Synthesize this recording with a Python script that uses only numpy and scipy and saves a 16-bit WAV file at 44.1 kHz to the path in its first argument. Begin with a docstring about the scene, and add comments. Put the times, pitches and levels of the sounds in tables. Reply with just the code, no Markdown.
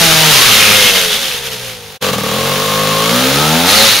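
"""A two-stroke dirt bike rides away over a field, revs sinking; after a brief silent gap it is near
again, stutters at idle, revs up and gives a harsh burst. Each stroke rings the exhaust pipe's modes
and lets out a puff of rasping gas, which sizzles in the thin metal. Trees return a faint echo.
Wind rumbles on the small stereo microphone, which overloads on the loudest peaks."""
import sys
import numpy as np
from scipy import signal
from scipy.fft import rfft, irfft
from scipy.io import wavfile
from scipy.ndimage import uniform_filter1d

SR = 44100
rng = np.random.default_rng(int(sys.argv[2]) if len(sys.argv) > 2 else 0)


def digitize_waveform(pressure):
    """Quantize a signal to 16-bit integers and store it at the path in sys.argv[1].

    Rows of a 2-D input are taken as channels; values are limited to [-1, 1].
    """
    field = np.atleast_2d(pressure).T
    bounded = np.clip(field, -1, 1)
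    quanta = np.round(bounded * 32767).astype(np.int16)
    wavfile.write(sys.argv[1], SR, quanta)


N = 176400
TIME = np.arange(N) / SR
MISFIRE_DB = -6.5


def engine(port_open_s=2.182, jitter_s=1e-5, harsh_jitter_s=5e-5):
    """The exhaust port opens once a turn, less evenly when harsh; misfires only pump air."""
    # time_s, stroke_hz
    speed_launch = [(0.0, 169.6), (0.086, 161.6), (0.28, 156.4), (0.332, 139.7), (0.46, 117.5)]
    speed_away = [(0.52, 111.3), (0.624, 106.1), (0.748, 105.0), (0.808, 102.3), (0.98, 92.1),
                  (1.262, 75.2), (1.35, 69.4), (1.626, 60.4), (1.96, 47.5)]
    speed_near = [(2.03, 50.84), (2.094, 45.45), (2.156, 40.36), (2.216, 36.43), (2.292, 38.45),
                  (2.352, 42.86), (2.436, 45.5), (2.644, 50.23), (2.78, 52.08), (2.874, 52.18),
                  (3.066, 55.46), (3.138, 61.2), (3.33, 68.53), (3.4, 74.1), (3.472, 77.1), (3.636, 87),
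                  (3.742, 105.9), (3.85, 110.7), (3.916, 105.7), (4.0, 83.2)]
    # time_s, harshness (0 mellow, 1 harsh)
    harshness = [(0, 0.87), (.28, 0.48), (.34, 0.82), (1.7, 1), (1.96, 0.24), (2.03, 0.019), (3.65, 0.094),
                 (3.7, 0.8), (4, 0.67)]
    # time_s
    misfires_s = [2.108, 2.157, 2.209]
    stroke_hz, harsh = curves([*speed_launch, *speed_away, *speed_near]) + curves(harshness)
    turns = np.cumsum(stroke_hz) / SR
    strokes = np.flatnonzero(np.diff(np.floor(turns - turns[int(port_open_s * SR)])))  # sample indices
    slip_s = (jitter_s + harsh_jitter_s * harsh[strokes]) * rng.standard_normal(len(strokes))
    strokes = np.clip(strokes + (slip_s * SR).astype(int), 0, N - 1)
    missed = np.zeros(len(strokes))
    missed[[np.argmin(np.abs(strokes / SR - s)) for s in misfires_s]] = 1
    return strokes, missed, harsh, stroke_hz


def exhaust_note(strokes, missed, harsh, stroke_hz):
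    """Strokes ring four pipe registers and thump; misfires boom more and excite the rest less."""
    # pipe modes: base_hz, decay_s, relative_db
    boom_modes = [(67, 0.003, -19), (162, 0.0055, 3), (230.9, 0.01, 4), (345, 0.0074, -8.5)]
    bark_modes = [(424.9, 0.0093, 1), (512.5, 0.0047, 4.5), (651, 0.0043, -4.5)]
    honk_modes = [(342, 0.0019, -1.5), (607, 0.0061, -8), (763, 0.0046, 2.5), (911, .0035, 2.5),
                  (1340, 0.0022, -5)]
    ring_modes = [(1081, 0.0069, 9.5), (1190, 0.004, 4.5), (1340, 0.001, -18)]
    # register levels before trim: time_s, boom_db, bark_db, ring_db
    levels_away = [(0.0, -13.5, -20, -14), (0.282, -12.5, -21.5, -19), (0.354, -22, -31.5, -9.5),
                   (0.758, -20.5, -18.5, -12), (1.096, -33.5, -23.5, -38), (1.17, -40, -31.5, -36),
                   (1.528, -29.5, -30.5, -30), (1.7, -30.5, -34.5, -44), (1.96, -42, -40.5, -53)]
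    levels_near = [(2.03, -28, -26, -29), (2.094, -23, -25, -26), (2.2, -22.5, -31, -29),
                   (2.392, -23.5, -25, -28), (2.714, -23.5, -26.5, -22.5), (3.05, -22, -23.5, -21),
                   (3.132, -15, -26, -25.5), (3.33, -20, -25, -29.5), (3.406, -18, -30, -22),
                   (3.55, -14, -34, -32), (3.642, -22, -34, -29), (3.714, -24, -28.5, -13),
                   (3.834, -18.5, -19.5, -13), (4.0, -39, -62, -29)]
    # honk opens with the throttle: time_s, level_db
    honk_level = [(0, -24), (1.1, -36), (3.05, -48.5), (3.36, -30), (3.54, -22), (3.68, -24), (3.83, -24),
                  (3.95, -59)]
    # modes shift with gas heat: time_s, bark_ratio, ring_ratio
    heat_shift = [(0, 1.27, 1.01), (.28, 1.13, 0.83), (.36, 0.92, 0.96), (.6, 1.004, 1.22),
                  (1.12, 0.99, 0.86), (1.95, 1, 0.89), (2.05, 1, 1.07), (2.45, 1.05, 0.99), (2.6, 1.02, 1),
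                  (3.02, 1.034, 1.0), (3.12, 1.065, 1.09), (3.2, 1.082, 1.15), (3.42, 0.96, 1.18),
                  (3.6, 0.95, 1.3), (3.7, 1.005, 1.15), (3.85, 1.097, 1.16)]
    # boom sits lower with the throttle shut: time_s, boom_ratio
    throttle_shift = [(.28, 0.92), (.5, 0.85), (1.2, 0.74), (1.95, 0.58), (2.03, 0.82), (2.45, 0.89),
                      (3.2, 1.083), (3.42, 1.057), (3.6, 1.05)]
    boom_db, bark_db, ring_db, honk_db = curves([*levels_away, *levels_near]) + curves(honk_level)
    bark_ratio, ring_ratio, boom_ratio = [c[strokes] for c in curves(heat_shift) + curves(throttle_shift)]
    force = from_db(MISFIRE_DB * missed)
    boom = pipe(boom_modes, strokes, from_db(4 * missed), boom_ratio)
    bark = singing(pipe(bark_modes, strokes, force, bark_ratio), stroke_hz)
    honk = pipe(honk_modes, strokes, force, pitch_ratio=0.98)
    ring = pipe(ring_modes, strokes, force, ring_ratio)
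    return (from_db(boom_db - 3) * delayed(boom, 0.00091)  # the slow wave trails the crack
            + thump(strokes, force, ring_ratio)
            + from_db(bark_db + 1.5) * bark
            + from_db(honk_db) * honk
            + from_db(ring_db - 12.5 * harsh) * delayed(ring, 0.00077))  # ring gives way to rasp


def pipe(modes, strokes, force, pitch_ratio, spread_db=1):
    """Each stroke makes the modes swell and die away; levelled to unit rms."""
    t = np.arange(2200) / SR
    shapes = 0
    for k, (base_hz, decay_s, relative_db) in enumerate(modes):
        pitch_hz = base_hz * np.reshape(pitch_ratio, (-1, 1))
        wave = t / decay_s * np.exp(-t / decay_s) * np.sin(2 * np.pi * pitch_hz * t)
        gain = from_db(relative_db) * force * strengths(strokes, spread_db)
        shapes = shapes - (-1) ** k * gain[:, None] * wave
    return levelled(overlap_add(strokes, shapes))


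def singing(bark, stroke_hz, peak_share=0.72):
    """As the revs sink, one overtone after another takes a share of the bark's power."""
    # start_s, end_s, harmonic_number
    overtones = [(.53, 1.16, 5), (1.16, 1.6, 7), (1.66, 1.96, 9)]
    for start_s, end_s, harmonic in overtones:
        active = 1.0 * ((TIME > start_s) & (TIME < end_s))
        share = peak_share * np.clip(uniform_filter1d(active, 4500), 0, 1)
        tone = np.sin(2 * np.pi * harmonic * np.cumsum(stroke_hz) / SR)
        bark = np.sqrt(1 - share) * bark + np.sqrt(2 * share) * tone
    return levelled(bark)


def thump(strokes, force, heat_ratio, sigma_s=0.00029, base_trip_s=0.00306, lead_s=0.00036):
    """A rounded pressure pulse leaves the pipe and returns inverted, sooner in hot gas."""
    # heard only near: time_s, level_db
    level = [(1.95, -45), (2.03, -29.5), (2.7, -31), (3.3, -25.5), (3.52, -21), (3.66, -22.5), (3.75, -32)]
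    t = np.arange(400) / SR - base_trip_s
    pulse = np.exp(-0.5 * (t / sigma_s) ** 2)
    reflection = np.exp(-0.5 * ((t - base_trip_s / heat_ratio[:, None]) / sigma_s) ** 2)
    pressure = overlap_add(strokes, force[:, None] * (reflection - pulse))
    radiated = filtered(pressure, 158, "high")  # the small outlet radiates little bass
    return from_db(curves(level)[0]) * delayed(levelled(radiated), -base_trip_s - lead_s)


def exhaust_rasp(strokes, missed, harsh, attack_s=0.0009, decay_s=0.001, rush_floor=0.85):
    """Each firing cracks, and turbulent gas leaves in a puff over a steady rush."""
    # time_s, gain_db
    gain_away = [(0.0, -6), (0.206, -6), (0.332, -4), (0.894, -7.5), (0.928, -11.5), (0.96, -8.5),
                 (1.096, -15), (1.14, -12), (1.2, -18), (1.222, -15.5), (1.38, -19.5), (1.414, -25.5),
                 (1.468, -19), (1.5, -25.5), (1.528, -20), (1.576, -25.5), (1.686, -23.5), (1.79, -31),
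                 (1.96, -29.5)]
    gain_near = [(2.03, -17.5), (2.1, -17.5), (2.116, -21), (2.134, -17), (2.166, -21), (2.462, -18),
                 (2.994, -17), (3.142, -14.5), (3.658, -14.5), (3.698, -12), (3.884, -11), (4.0, -16)]
    # gas noise spectra: frequency_hz, relative_db
    harsh_spectrum = [(760, -61), (1300, -7), (1810, -5), (2550, -2.5), (3740, -1), (4650, -4.5),
                      (6620, -7), (7970, -16.5), (9120, -10.5), (11900, -11.5), (14100, -16.5),
                      (15500, -23)]
    mellow_bass = [(350, -32)]
    mellow_spectrum = [(760, -2.5), (1300, -2.5), (1900, -6), (2830, -2.5), (3860, -2), (5050, -7.5),
                       (7260, -10), (7970, -20.5), (9410, -10.5), (10800, -15.5), (12500, -11),
                       (14100, -26), (15500, -13)]
    churn_spectrum = [(25, -3), (60, -10.5), (130, -2), (220, 0.5), (300, -8.5), (450, 1.5), (750, -3),
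                      (960, -3.5), (1250, 1), (1450, -8), (1900, -14.5)]
    # pitch_hz, decay_s, relative_db
    crack_modes = [(1590, 0.00078, -5.5), (2210, 0.00019, -4), (2500, 0.00015, -7), (3460, 0.0001, -1),
                   (5650, 0.00029, -5), (9500, 0.000028, 6.5)]
    t = np.arange(1800) / SR
    puff = (1 - np.exp(-t / attack_s)) * np.exp(-t / decay_s)
    puffs = overlap_add(strokes, strengths(strokes, spread_db=4.5)[:, None] * puff)
    misfiring = np.append(0, missed)[np.searchsorted(strokes, np.arange(N))]
    flow = levelled(rush_floor + puffs) * from_db(-2.5 * misfiring)
    harsh_rasp = np.sqrt(harsh) * from_db(3.5) * noise(harsh_spectrum, flow)
    mellow_rasp = np.sqrt(1 - harsh) * noise([*mellow_bass, *mellow_spectrum], flow)
    rasp = from_db(-1.72) * (harsh_rasp + mellow_rasp)
    force = from_db(MISFIRE_DB * missed)
    crack = from_db(-14.5) * pipe(crack_modes, strokes, force, pitch_ratio=1, spread_db=2)
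    churn = from_db(-15.5 + 8.5 * harsh) * noise(churn_spectrum, flow)
    gain_db, = curves([*gain_away, *gain_near])
    return from_db(gain_db) * (rasp + crack + churn + sizzle(flow))


def sizzle(flow, wander_rms_hz=222.4, whine_hz=2135):
    """The rasp rings in the pipe's thin metal: one restless band, one whine of steady pitch."""
    # time_s, centre_hz, relative_db
    band_track = [(.25, 3226, -35), (.52, 2920, -3), (.58, 3362, -6), (.62, 2500, -4), (.73, 2717, -3),
                  (.78, 3225, -3.5), (.88, 3250, -1.5), (.98, 3208, -5.5), (1.15, 3324, -1.5),
                  (2.0, 3000, -14.5), (3.6, 3492, -16), (3.75, 4090, -4), (4, 3994, -5)]
    # time_s, relative_db
    whine_level = [(.4, -32), (.55, -14), (.97, -8.5), (1.1, -24)]
    centre_hz, band_db, whine_db = curves(band_track) + curves(whine_level)
    wander_hz = wander_rms_hz * unit_rms(filtered(rng.standard_normal(N), cutoff_hz=28))
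    band = unit_rms(narrow_band(centre_hz + wander_hz, half_width_hz=320) * flow)
    whine = unit_rms(narrow_band(whine_hz, half_width_hz=33))
    return from_db(band_db) * band + from_db(whine_db) * whine


def tree_echo(x):
    """Faint reflection from the edge of the field."""
    # delay_s, left_db, right_db
    echoes = [(.058, -14, -14)]
    return sum(from_db([[left], [right]]) * delayed(x, delay_s) for delay_s, left, right in echoes)


def wind(trim_db=-2.5):
    """Wind rumbles on the microphone."""
    # frequency_hz, relative_db
    spectrum = [(15, -20), (40, 9), (80, 11), (160, -7), (400, -56)]
    # gusts: time_s, relative_db
    gusts = [(0.0, -51), (0.09, -20), (0.32, -42.5), (1.48, -40), (3.66, -50), (3.71, -35), (4.0, -56)]
    return from_db(curves(gusts)[0] + trim_db) * noise(spectrum, 1)


def noise(spectrum, envelope):
    """Enveloped, coloured stereo noise at unit rms."""
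    # frequency_hz, left_right_correlation
    likeness = [(60, 0.24), (130, 0.83), (290, 0.69), (640, 0.64), (1410, 0.86), (3100, 0.62), (6820, 0.68),
                (15000, 0.93)]
    hz = np.arange(N // 2 + 1) * SR / N
    alike = at_hz(likeness, hz)
    mid, side = rfft(rng.standard_normal((2, N)) * envelope) * from_db(at_hz(spectrum, hz))
    return unit_rms(irfft(np.sqrt(1 + alike) * mid + np.sqrt(1 - alike) * side * [[1], [-1]], N))


def narrow_band(centre_hz, half_width_hz):
    """Stereo noise around a centre that may move."""
    common, left, right = filtered(rng.standard_normal((3, N, 2)) @ [1, 1j], half_width_hz)
    carrier = np.exp(2j * np.pi * np.cumsum(centre_hz * np.ones(N)) / SR)
    return ((common + 0.32 * np.array([left, right])) * carrier).real


def strengths(strokes, spread_db):
    """Random gain per stroke."""
    return from_db(spread_db * rng.standard_normal(len(strokes)))


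def overlap_add(strokes, shapes):
    """Sum one short shape per stroke."""
    out = np.zeros(N + shapes.shape[1])
    for start, shape in zip(strokes, shapes):
        out[start:start + len(shape)] += shape
    return out[:N]


def levelled(x, window_samples=3000):
    """Remove slow level changes, keep the pulses."""
    power = uniform_filter1d(uniform_filter1d(x ** 2, window_samples), window_samples)
    return x / np.sqrt(np.abs(power) + 1e-9)


def curves(rows):
    """One per-sample curve for each column after time_s."""
    time_s, *columns = np.transpose(rows)
    return [np.interp(TIME, time_s, column) for column in columns]


def at_hz(points, hz):
    """Interpolate on a log-frequency axis."""
    points_hz, values = np.transpose(points)
    return np.interp(np.log(hz + 1e-6), np.log(points_hz), values)


def filtered(x, cutoff_hz, kind="low"):
    return signal.sosfilt(signal.butter(2, cutoff_hz, kind, fs=SR, output="sos"), x)


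def delayed(x, delay_s):
    return np.interp(TIME - delay_s, TIME, x, left=0)


def unit_rms(x):
    return x / np.sqrt(np.mean(x ** 2) + 1e-20)


def from_db(db):
    return 10 ** (np.asarray(db) / 20)


def scene():
    """The bike, its echo and the wind."""
    strokes, missed, harsh, stroke_hz = engine()
    note = exhaust_note(strokes, missed, harsh, stroke_hz)
    rasp = exhaust_rasp(strokes, missed, harsh)
    pan_left = from_db([[1.25], [-1.25]])
    return note * pan_left + rasp + tree_echo(note) + wind()


def record(dry):
    """The scene changes across a brief silent gap; soft overload on the peaks, and a steep 15.7 kHz low-pass."""
    # end gains hold before and after the gap: time_s, gain_db
    scene_change = [(1.962, -2.5), (1.975, -14), (1.988, -48), (2.005, -40), (2.014, -8), (2.026, 3)]
    x = dry * from_db(curves(scene_change)[0])
    clipped = x / (1 + x ** 8) ** (1 / 8)
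    return signal.sosfilt(signal.ellip(12, 0.1, 70, 15700, fs=SR, output="sos"), clipped)


dry = scene()
out = record(dry)
digitize_waveform(out)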